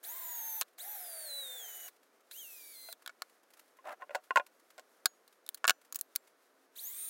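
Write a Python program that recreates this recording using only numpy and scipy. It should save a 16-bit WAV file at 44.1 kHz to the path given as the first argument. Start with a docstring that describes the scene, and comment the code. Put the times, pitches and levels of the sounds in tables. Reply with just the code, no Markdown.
"""A small hand drill runs in four short bursts, boring into a wooden carving and at last spinning free.
Every line of the motor is locked to the shaft; armature and gears whine over the rasp of the brushes.
Each burst spins up, and all but the last then sag. Before the last one the tool knocks on the bench,
its plastic battery is pulled off and a fresh one snapped in: blows that ring modes with a crack and a tick.
Skin crackle, small ringing parts, a faint echo, room air and a late low hum lie underneath."""
import sys
import numpy as np
from scipy import signal
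from scipy.fft import rfft, irfft
from scipy.io import wavfile
from scipy.ndimage import uniform_filter1d, map_coordinates

SR = 44100
rng = np.random.default_rng(int(sys.argv[2]) if len(sys.argv) > 2 else 0)


def wrap_up_sound(samples):
    """Save the sound to the file named by the first command line argument, as 16-bit audio."""
    columns = np.atleast_2d(samples).T
    # keep every value between -1 and 1, then stretch to whole-number steps
    tamed = np.clip(columns, -1, 1)
    steps = np.round(tamed * 32767).astype(np.int16)
    wavfile.write(sys.argv[1], SR, steps)


N = 312669
TIME = np.arange(N) / SR  # s
TOP_HZ = 15950  # upper band limit


def undb(db):
    """Level law: decibels to amplitude gain."""
    return 10 ** (np.asarray(db) / 20)


def unit(x):
    """Normalisation: scale to rms 1."""
    return x / np.sqrt(np.mean(x ** 2))


def colour(x, points):
    """Minimum-phase filtering: (frequency [Hz], gain [dB]) points become a causal response by the cepstrum."""
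    size = 4096
    hz, db = np.transpose(points)
    bin_hz = np.arange(size // 2 + 1) * SR / size
    gain_db = np.interp(np.log(bin_hz + 1), np.log(hz), db)
    cepstrum = irfft(np.log(undb(gain_db)))
    # folding the cepstrum onto positive time makes the response causal
    cepstrum[1:size // 2] *= 2
    cepstrum[size // 2 + 1:] = 0
    response = irfft(np.exp(rfft(cepstrum)))
    return signal.fftconvolve(x, response)[:len(x)]


def walk(t, rate):
    """Band-limited fluctuation: random knots, rate per second, joined smoothly, with spread near 1."""
    steps = (t - t[0]) * rate
    knots = rng.standard_normal(int(steps[-1]) + 2)
    return map_coordinates(knots, [steps], order=3, mode="nearest")


def shaft_speed(t, speed):
    """Rotor inertia: the speed curve is rounded, wavers slightly, and falls under the brake."""
    rows = np.array(speed)
    stop = rows[-1, 0]
    hz = uniform_filter1d(np.interp(t, *rows.T), size=600, mode="nearest")
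    hz = hz * (1 + 0.0011 * walk(t, 72.4))
    # the trigger is let go just before the end, unless the scene ends first
    if stop < TIME[-1] - .1:
        hz = hz * np.exp(-np.maximum(t - stop + 0.009, 0) / 0.08)
    return hz


def line(t, angle, multiple, play, flutter_db):
    """Phase locking: a partial of rms near 1 follows the shaft, loosened by play [rad] in the bearings."""
    phase = multiple * angle + rng.uniform(0, 2 * np.pi) + play * walk(t, 180)
    return np.sqrt(2) * np.sin(phase) * undb(flutter_db * walk(t, 90.9))


# the carving radiates little of the shaft hum below its corner; level against the cutting
SHAFT_HUM_DB, HUM_CORNER_HZ = 1.5, 527
HUM_SWELL_S = 0.069  # the hum swells in from the start of a burst


def shaft_hum(t, start, hz, angle, cut_db):
    """Low-frequency radiation limit: shaft hum is radiated well only above a corner frequency."""
    swell = np.clip((t - start) / HUM_SWELL_S, 0, 1) ** 2
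    radiated = undb(cut_db + SHAFT_HUM_DB) / (1 + (HUM_CORNER_HZ / hz) ** 10)
    return swell * radiated * line(t, angle, 0.99, play=0.38, flutter_db=2.0)


SLOTS, GEAR_MESH = 7, 16.06  # multiples of the shaft rate
# the load is full once the speed has sagged by this share of its peak so far
FULL_LOAD_SAG, ARMATURE_LOAD_DB, GEAR_LOAD_DB = 0.14, 3.5, 12.5
# resonances of the motor shell: (frequency [Hz], gain [dB])
SHELL_RESONANCES = [(2100, -28.5), (2900, -18.5), (3300, -11.5), (3950, -0.5), (4450, -14), (4950, -18.5),
                    (5400, -26.5), (6000, -16), (6330, -5.5), (6800, -5), (7500, -18.5), (8950, 0),
                    (10600, -8.5), (12300, 4), (13200, 5), (14700, 1.5), (16000, 2)]


def armature_and_gears(t, hz, angle, armature_db, octave_db, gear_db):
    """Order tracking through resonances: whines flare as they glide, and two of them harden as the speed sags."""
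    def shell(multiple):
        gain_db = np.interp(multiple * hz, *np.transpose(SHELL_RESONANCES))
        return undb(armature_db + gain_db) * (multiple * hz < TOP_HZ)

    load = np.clip((1 - hz / np.maximum.accumulate(hz)) / FULL_LOAD_SAG, 0, 1)
    armature = line(t, angle, SLOTS, play=.1, flutter_db=0.73)
    octave = line(t, angle, 2 * SLOTS, play=0.26, flutter_db=0.75)
    gears = line(t, angle, GEAR_MESH, play=0.48, flutter_db=2.0)
    whine = undb(ARMATURE_LOAD_DB * (load - 1)) * shell(SLOTS) * armature
    whine += undb(octave_db) * shell(2 * SLOTS) * octave
    whine += undb(gear_db + GEAR_LOAD_DB * (load - 1.5)) * shell(GEAR_MESH) * gears
    return whine


# how the housing radiates: (frequency [Hz], gain [dB])
HOUSING_RADIATION = [(400, -49.5), (1500, -14.5), (2200, -9), (2700, -16), (3700, -3), (4400, -10.5),
                     (5100, -16.5), (5900, -8.5), (6700, -5), (8000, -4.5), (9200, -1.5), (10500, -2.5),
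                     (13000, 1.5), (15700, 0.5)]
# weaker lines of the motor: (multiple of the shaft rate [1], relative level [dB])
MOTOR_LINES = [(2, -8), (3, -13), (4, -16), (5, -13.5), (6, -19.5), (8, -18), (9, -14.5), (10, -29),
               (11, -21), (12, -18), (13, -11.5), (15, -5.5), (17, -6), (19, -11), (20, -21), (21, -5.5),
               (26, -8.5), (27, -20), (28, -8.5), (34, -6.5)]
# weaker lines of the gearbox: (multiple of the shaft rate [1], relative level [dB])
GEARBOX_LINES = [(7.7, -14.5), (11.38, -10), (13.75, -17), (15.56, -4.5), (30.88, -6), (31.12, -36),
                 (32.12, -4.5)]


def weak_lines(t, hz, angle):
    """Order spectrum: further motor and gearbox partials, weighted by the radiation of the housing."""
    housing_hz, housing_db = np.transpose(HOUSING_RADIATION)
    total = 0
    for multiple, db in MOTOR_LINES + GEARBOX_LINES:
        radiated_db = np.interp(np.log(multiple * hz), np.log(housing_hz), housing_db)
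        gain = undb(db + radiated_db) * (multiple * hz < TOP_HZ)
        total = total + gain * line(t, angle, multiple, play=0.044 * multiple, flutter_db=3.5)
    return total


def brush_rasp(t, angle):
    """Amplitude-modulated noise: sparks come in uneven spurts as the slots pass the brushes."""
    slot_beat = 1 + 0.56 * np.cos(SLOTS * angle)
    shaft_beat = 1 + 0.42 * np.cos(angle)
    sparks = rng.standard_normal(len(t)) * slot_beat * shaft_beat * undb(1.1 * walk(t, 860))
    return unit(colour(colour(sparks, HOUSING_RADIATION), [(9000, 0.026), (14000, 2.8)]))


# the carving and the bit that cuts it: (frequency [Hz], gain [dB])
CARVING_RESPONSE = [(200, -40.5), (450, -5), (720, 9.5), (1000, -5), (1280, -1.5), (1650, 7.5), (2100, 2.5),
                    (2800, -8.5), (3700, -9), (4600, -17), (7000, -14)]


def cutting(t, angle):
    """Filtered fracture noise: the flutes tear fibres in time with the chuck, geared down 22 to 1."""
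    fibres = rng.standard_normal(len(t)) * undb(0.97 * walk(t, 350))
    return unit(colour(fibres * (1 + 0.11 * np.cos(angle / 22)), CARVING_RESPONSE))


RATED_HZ, RASP_DB_PER_OCTAVE = 1000, 3.5  # the rasp grows with shaft speed
COAST_S = 0.0068  # decay constant of the sound after the last speed point


def drill(speed, rasp_db, armature_db, octave_db, gear_db, lines_db, cut_db):
    """Superposition on one shaft: a pull of the trigger sums hum, whine, brush rasp, weak lines and cutting."""
    start, stop = speed[0][0], speed[-1][0]
    on = (TIME > start - .01) & (TIME < stop + .06)
    t = TIME[on]
    hz = shaft_speed(t, speed)
    angle = 2 * np.pi * np.cumsum(hz) / SR
    table_hz = np.interp(t, *np.transpose(speed))
    brush_db = rasp_db + RASP_DB_PER_OCTAVE * np.log2(table_hz / RATED_HZ)
    sound = shaft_hum(t, start, hz, angle, cut_db)
    sound += armature_and_gears(t, hz, angle, armature_db, octave_db, gear_db)
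    sound += undb(brush_db) * (brush_rasp(t, angle) + undb(lines_db) * weak_lines(t, hz, angle))
    sound += undb(cut_db) * cutting(t, angle)
    fade_in = np.clip((t - start + 0.0035) / 0.012, 0, 1)
    coast = np.exp(-np.maximum(t - stop, 0) / COAST_S)
    out = np.zeros(N)
    out[on] = sound * fade_in * coast
    return out


# motor speed in the first burst, spinning up and sagging: (time [s], shaft rate [Hz])
FIRST_SPEED = [(0.03, 299.6), (0.036, 376), (0.042, 466), (0.05, 574), (0.062, 727), (0.07, 789),
               (0.1, 940), (0.132, 1022), (0.178, 1078), (0.244, 1016), (0.43, 911), (0.512, 907),
               (0.552, 883), (0.61, 884)]
# the second burst, with a long deep sag: (time [s], shaft rate [Hz])
SECOND_SPEED = [(0.78, 293), (0.788, 390), (0.8, 508.6), (0.828, 684.7), (0.856, 780), (0.884, 829),
                (0.924, 864.3), (1.004, 741.8), (1.126, 666.7), (1.238, 635.7), (1.314, 573.5),
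                (1.404, 563), (1.48, 520.5), (1.566, 508.5), (1.64, 457.1), (1.716, 427), (1.885, 419)]
# the third burst, slow and sagging: (time [s], shaft rate [Hz])
THIRD_SPEED = [(2.31, 241.4), (2.33, 328), (2.35, 400.6), (2.396, 472.5), (2.462, 389.3), (2.636, 332),
               (2.72, 329.3), (2.772, 296.3), (2.93, 292.8)]
# the fourth burst, spinning up freely until the scene ends: (time [s], shaft rate [Hz])
FOURTH_SPEED = [(6.755, 187.6), (6.765, 283.7), (6.779, 412), (6.793, 560), (6.817, 767), (6.837, 856.9),
                (6.957, 1196), (7.001, 1275), (7.09, 1298)]


def bursts():
    """Speed-controlled excitation: four pulls of the trigger, the last unloaded with its cutting nearly silent."""
    out = drill(FIRST_SPEED, rasp_db=-44.5, armature_db=-43.5, octave_db=-7.5, gear_db=0,
                lines_db=-5.5, cut_db=-60)
    out += drill(SECOND_SPEED, rasp_db=-45, armature_db=-42, octave_db=-7, gear_db=-6,
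                 lines_db=-6.5, cut_db=-59.5)
    out += drill(THIRD_SPEED, rasp_db=-46.3, armature_db=-39.5, octave_db=-11.5, gear_db=-11.5,
                 lines_db=-6.5, cut_db=-77.5)
    out += drill(FOURTH_SPEED, rasp_db=-44.5, armature_db=-41, octave_db=-10.5, gear_db=-8,
                 lines_db=-8.5, cut_db=-76)
    return out


# the crack of a contact: (frequency [Hz], gain [dB])
CRACK_SPECTRUM = [(100, -41.5), (600, -18), (1900, -11), (2700, -5.5), (3300, -4.5), (4200, -1.5),
                  (5200, -4), (6100, -7.5), (7000, -3), (8500, -9), (16000, -40.5)]
# the tick of a contact: (frequency [Hz], gain [dB])
TICK_SPECTRUM = [(2000, -33), (6000, -12), (8000, -4.5), (11000, -0.5), (14000, -4), (16000, -1)]


def hits(blows, modes, thump, chatter, spot_db, tail_db, tail_s, crack_s, tick_s, body_db, crack_db, tick_db):
    """Modal impact: each blow rings the body's modes; the rough contact adds a crack and a tick with faint tails."""
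    out = np.zeros(N + SR)
    t = TIME[:SR // 5]
    mode_hz, mode_db, t60 = np.transpose(modes)[:, :, None]
    for s, low, middle, treble, contact_ms, spot_hz in blows:
        grit = rng.standard_normal((3, len(t)))
        strike, detune = rng.standard_normal((2, len(modes), 1))
        contact_s = max(contact_ms, .1) / 1000
        # every blow lands on another spot and weights the modes anew
        spot = [(spot_hz / 1.25, 0), (spot_hz, spot_db), (spot_hz * 1.25, 0)]
        weight_db = mode_db + np.interp(mode_hz, *np.transpose(spot)) + 2.6 * strike
        partials = np.cos(2 * np.pi * mode_hz * (1 + .006 * detune) * t)
        ring = np.sum(undb(weight_db - 60 * t / t60) * partials, axis=0)
        # one firm push, then the surfaces chatter until they settle
        push = chatter * grit[0] * np.exp(-t / contact_s)
        push[0] += 1
        body = colour(signal.fftconvolve(push, ring)[:len(t)], thump)
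        tail = undb(tail_db) * np.exp(-t / tail_s)
        crack_envelope = np.exp(-t / (contact_s + crack_s)) + tail
        tick_envelope = np.exp(-t / (contact_s + tick_s)) + tail / 2
        crack = colour(colour(grit[1] * crack_envelope, CRACK_SPECTRUM), spot)
        tick = colour(grit[2] * tick_envelope, TICK_SPECTRUM)
        # a blunt blow, with more crack than tick, loses the very top
        tick = colour(tick, [(9000, 0.0071), (14000, min(0, 0.2 * (treble - middle)))])
        first = int(s * SR)
        for part, db in ((body, low + body_db), (crack, middle + crack_db), (tick, treble + tick_db)):
            # levels are the energy of the blow spread over 10 ms
            out[first:first + len(t)] += undb(db) * part / np.sqrt(np.sum(part ** 2) / (SR / 100))
    return out[:N]


# the tool bumping on the bench: (time [s], relative body level [dB], crack against body [dB],
# contact decay [ms], frequency favoured by the struck spot [Hz])
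BENCH_KNOCKS = [(2.8875, -50, -10, 2.7, 646), (3.788, -57.5, -24, 5.4, 1050),
                (4.0215, -42.5, -29, 5.6, 1050), (4.0945, -48, -37, 1, 600), (4.107, -43.5, -23, 7.5, 560),
                (4.148, -32, -10.5, 4.5, 740), (4.153, -32, -9.5, 3.3, 868), (4.3075, -29, -30, 2.5, 932),
                (4.3588, -19.5, -17, 3.1, 1160), (4.3717, -20.5, -18, 3.9, 967),
                (4.3977, -33.5, -31.5, 4, 1140), (4.78, -57, 3, 1.5, 680), (4.785, -49.5, -13, 5.5, 666),
                (4.795, -54.5, 1, 1.4, 680)]
# modes of the bench, also rung by the slides: (frequency [Hz], level [dB], decay by 60 dB [s])
BENCH_RESONANCES = [(390, -23, .04), (598, -7, 0.068), (666, -4, .06), (739, -7.5, 0.083),
                    (874, -6.5, 0.031), (927, -13.5, 0.046), (1046, -2, 0.039), (1394, 0.5, 0.035),
                    (1466, -1, 0.041), (1630, -9, 0.025), (1835, -7, 0.023), (1905, -9, 0.025),
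                    (2070, -10.5, .025), (2460, -6.5, 0.031), (2765, -9.5, 0.06), (3380, -9.5, 0.037)]
# the push of a blow on the soft mat: (frequency [Hz], gain [dB])
SOFT_MAT_PUSH = [(100, -23), (300, -10), (520, 4.5), (800, -4), (1070, 2.5), (1200, -17.5), (1420, 0.5),
                 (2000, -1), (2600, -3.5), (4200, -19), (9000, -28.5)]


def knocks():
    """Soft-contact impact: the tool bumps on the mat, exciting bench modes with a crack and a weaker tick."""
    blows = []
    for s, db, crack, contact_ms, spot_hz in BENCH_KNOCKS:
        blows.append((s, db, db + crack, db + crack - 7, contact_ms, spot_hz))
    return hits(blows, BENCH_RESONANCES, SOFT_MAT_PUSH, chatter=0.11, spot_db=14.5, tail_db=-18.5, tail_s=.012,
                crack_s=0.0013, tick_s=.001, body_db=0.5, crack_db=-4.0, tick_db=-3.5)


# plastic clacks of trigger, brake, latch and battery: (time [s], relative level [dB], brightness [dB],
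# contact decay [ms], frequency favoured by the struck spot [Hz])
PLASTIC_CLACKS = [(0.047, -56, 7, 2.4, 3800), (0.6122, -32, 7, .5, 6500), (0.616, -38, -2.5, 1.1, 2460),
                  (0.621, -40.5, -2.5, 0.92, 3880), (0.6294, -54, 3, 1.15, 3750), (0.783, -58, 0, 3, 3700),
                  (1.881, -55, -5, 6, 3760), (2.312, -51, 3, 5, 3630), (2.927, -47, 4.5, .9, 3965),
                  (3.0612, -45.5, -2.5, 1.4, 3400), (3.076, -44, -2, 0.81, 3450),
                  (3.0941, -57.5, -15, 4.4, 2510), (3.2205, -39.5, -3.5, 1.1, 4220),
                  (5.0572, -24, 2, .7, 4130), (5.0597, -28, 1, .7, 4200), (5.278, -63.5, 5, 3.4, 3850),
                  (5.4643, -58, 8, 1.2, 3810), (5.4773, -64, 2, 1, 3800), (5.49, -41, 10, .4, 3460),
                  (5.545, -47, 8.5, 3, 4200), (5.643, -38, -15.5, 1.1, 2700),
                  (5.652, -40.5, -17.5, 2.3, 2660), (5.67, -54, 12.5, 1, 7000),
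                  (5.6786, -23.5, 0.5, .5, 2800), (5.6855, -31.5, -2.5, 1, 2820),
                  (5.6952, -20, -3, 1.4, 2660), (5.706, -26, -3, .5, 2890), (5.9245, -43, 5, 2, 6790),
                  (5.9462, -47, 9, 1, 5360), (5.9553, -46.5, 7, 5.6, 6730), (5.9585, -40.5, 13, 1.1, 6900),
                  (5.989, -51, 10, 5.8, 7040), (6.0115, -48, 19, .8, 4370), (6.1533, -49, 7, 1, 5910),
                  (6.1598, -34, 9, 1, 4500)]
# modes of the plastic case: (frequency [Hz], level [dB], decay by 60 dB [s])
CASE_RESONANCES = [(463, -22, 0.004), (680, -12.5, 0.03), (753, -14, 0.036), (1120, -5, 0.0071),
                   (1115, -2.5, 0.032), (1290, 0.5, 0.017), (1440, -1.5, 0.033), (1600, -10.5, 0.04),
                   (1707, -5.5, 0.03), (2200, -4, 0.024)]
# the push of a blow on hard plastic: (frequency [Hz], gain [dB])
HARD_PLASTIC_PUSH = [(80, -2.5), (200, -14), (420, 1), (800, 2), (1100, 0), (1550, 6.5), (2400, -3.5),
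                     (5000, -15.5), (10000, -29)]


def clacks():
    """Hard-contact impact: the brighter the meeting of plastics, the less body and the more tick."""
    blows = []
    for s, db, bright, contact_ms, spot_hz in PLASTIC_CLACKS:
        blows.append((s, db - 3.5 - bright, db, db - 5 + bright, contact_ms, spot_hz))
    return hits(blows, CASE_RESONANCES, HARD_PLASTIC_PUSH, chatter=0.18, spot_db=10.5, tail_db=-17.5,
                tail_s=0.0046, crack_s=0.00074, tick_s=0.00022, body_db=-2.5, crack_db=-2.1, tick_db=1.4)


# springs and contacts ringing on: (time [s], frequency [Hz], level [dB], decay by 60 dB [s])
METAL_RINGS = [(5.058, 6750, -57, .27), (5.696, 5986, -65, .27), (5.696, 7090, -69, .3),
               (6.012, 12800, -63, .17), (6.16, 7500, -66, .2)]


def rings():
    """Free damped vibration: small metal parts sing on as decaying sines."""
    out = 0
    for s, hz, db, t60 in METAL_RINGS:
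        age = np.maximum(TIME - s, 0)
        out = out + undb(db - 60 * age / t60) * np.sin(2 * np.pi * hz * age)
    return out


def slide(start, stop, slide_db):
    """Friction excitation: the drill drags over the mat, its dense slips ringing the bench modes."""
    t = TIME[:SR // 8]
    ring = 0
    for k, (hz, db, t60) in enumerate(BENCH_RESONANCES):
        ring = ring + (-1) ** k * undb(db - 60 * t / t60) * np.sin(2 * np.pi * hz * t)
    slips = rng.standard_normal(N) * undb(3 * walk(TIME, 220))
    swell = np.sin(np.pi * np.clip((TIME - start) / (stop - start), 0, 1))
    groan = colour(signal.fftconvolve(slips, ring)[:N],
                   [(150, -15.5), (600, 3.0), (1050, 0.0), (1450, -13.5), (2500, -23.5)])
    scrape = colour(slips, [(150, -23), (600, 10), (1600, 7.5), (3000, -9), (4500, -17.5), (15000, -22.5)])
    return undb(slide_db) * swell * (undb(-3) * unit(groan) + undb(-2.5) * unit(scrape))


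# the firmest shifts of the fingers on wood and plastic: (time [s], relative level [dB])
FINGER_SHIFTS = [(0.679, -72), (0.73, -75), (1.962, -73), (2.028, -69.5), (2.204, -71), (3.02, -61.5),
                 (3.294, -68), (3.43, -68.5), (3.502, -64), (3.534, -57.5), (3.569, -63), (3.592, -55),
                 (3.677, -72.5), (3.767, -66), (3.92, -59), (4.236, -64.5), (4.463, -56.5), (4.595, -67),
                 (4.702, -59.5), (5.324, -69), (5.572, -59), (5.812, -64), (5.847, -64.5), (6.272, -64.5)]
RUB_RISE_S = 0.0045
# the hands are busier between the third and the fourth burst
BUSY_FROM_S, BUSY_TO_S, BUSY_DB = 3.0, 5.05, 1


def fingers(rub_db, grip_db):
    """Granular friction: each shift of grip is a short swell of skin crackle; the hand never quite rests."""
    busy = (TIME > BUSY_FROM_S) & (TIME < BUSY_TO_S)
    gain = undb(grip_db + BUSY_DB * busy + 2 * walk(TIME, 20))
    for s, db in FINGER_SHIFTS:
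        age = np.maximum(TIME - s, 0) / RUB_RISE_S
        gain = gain + undb(db + rub_db) * (age * np.exp(1 - age)) ** 2
    grains = rng.standard_normal(N) * undb(1.2 * walk(TIME, 640))
    skin = [(200, -23.5), (1200, 3.5), (3000, -2.0), (7000, -4.5), (12000, -3.5), (16000, -9)]
    return gain * unit(colour(grains, skin))


def reflections(x, wet_db, t60):
    """Diffuse reverberation: bench and walls return a faint short echo of exponentially decaying noise."""
    t = TIME[:SR // 3]
    echo = rng.standard_normal(len(t)) * undb(-60 * t / t60) * (t > .004)
    response = colour(echo, [(200, 1.5), (1200, -5.5), (4000, -15.5), (15000, -5.0)])
    return undb(wet_db) * signal.fftconvolve(x, response / np.sqrt(np.sum(response ** 2)))[:N]


# spectrum of the workshop air: (frequency [Hz], relative spectral density [dB])
AIR_SPECTRUM = [(24, -70.5), (40, -42.5), (133, -28), (262, -7.5), (467, -2.5), (680, -4.5), (831, -8.5),
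                (918, -8.5), (1440, -8), (1900, -12), (2840, -21), (6820, -20), (7360, -32), (8130, -27),
                (16000, -34.5)]
HUM_FROM_S, HUM_RISE_S = 6.42, 0.095  # the hum swells in near the end


def room_tone(air_db, hum_hz, hum_db):
    """Stationary background noise: quiet shaped air, and a faint late hum that wavers in phase."""
    air = colour(rng.standard_normal(N), AIR_SPECTRUM)
    air = colour(air, [(60, -4), (170, -1.5), (2000, -3.5), (6000, -7.5)])
    swell = np.clip((TIME - HUM_FROM_S) / HUM_RISE_S, 0, 1)
    hum = undb(hum_db) * swell * np.sin(2 * np.pi * hum_hz * TIME + 0.57 * walk(TIME, 14))
    return undb(air_db + 0.31 * walk(TIME, 12.0)) * unit(air) + hum


def scene():
    """Linear superposition: drill, handling and room, heard at one point and equal in both channels."""
    close = bursts() + knocks() + clacks()
    close += slide(start=3.835, stop=3.955, slide_db=-44.0)
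    close += slide(start=3.995, stop=4.05, slide_db=-54.5)
    close += slide(start=4.09, stop=4.21, slide_db=-56)
    close += rings() + fingers(rub_db=-0.5, grip_db=-76.5)
    sound = close + reflections(close, wet_db=-42.0, t60=.22)
    sound += room_tone(air_db=-71, hum_hz=270, hum_db=-79)
    return np.array([sound, sound])


def record(dry):
    """Soft saturation and band limiting: the recorder rounds sharp peaks, thins the bass and cuts the top."""
    ceiling = .45
    rounded = ceiling * np.tanh(dry / ceiling)
    thin = signal.sosfilt(signal.butter(2, 130, "high", fs=SR, output="sos"), rounded)
    return signal.sosfilt(signal.ellip(10, .2, 70, TOP_HZ, fs=SR, output="sos"), thin)


dry = scene()
out = record(dry)
wrap_up_sound(out)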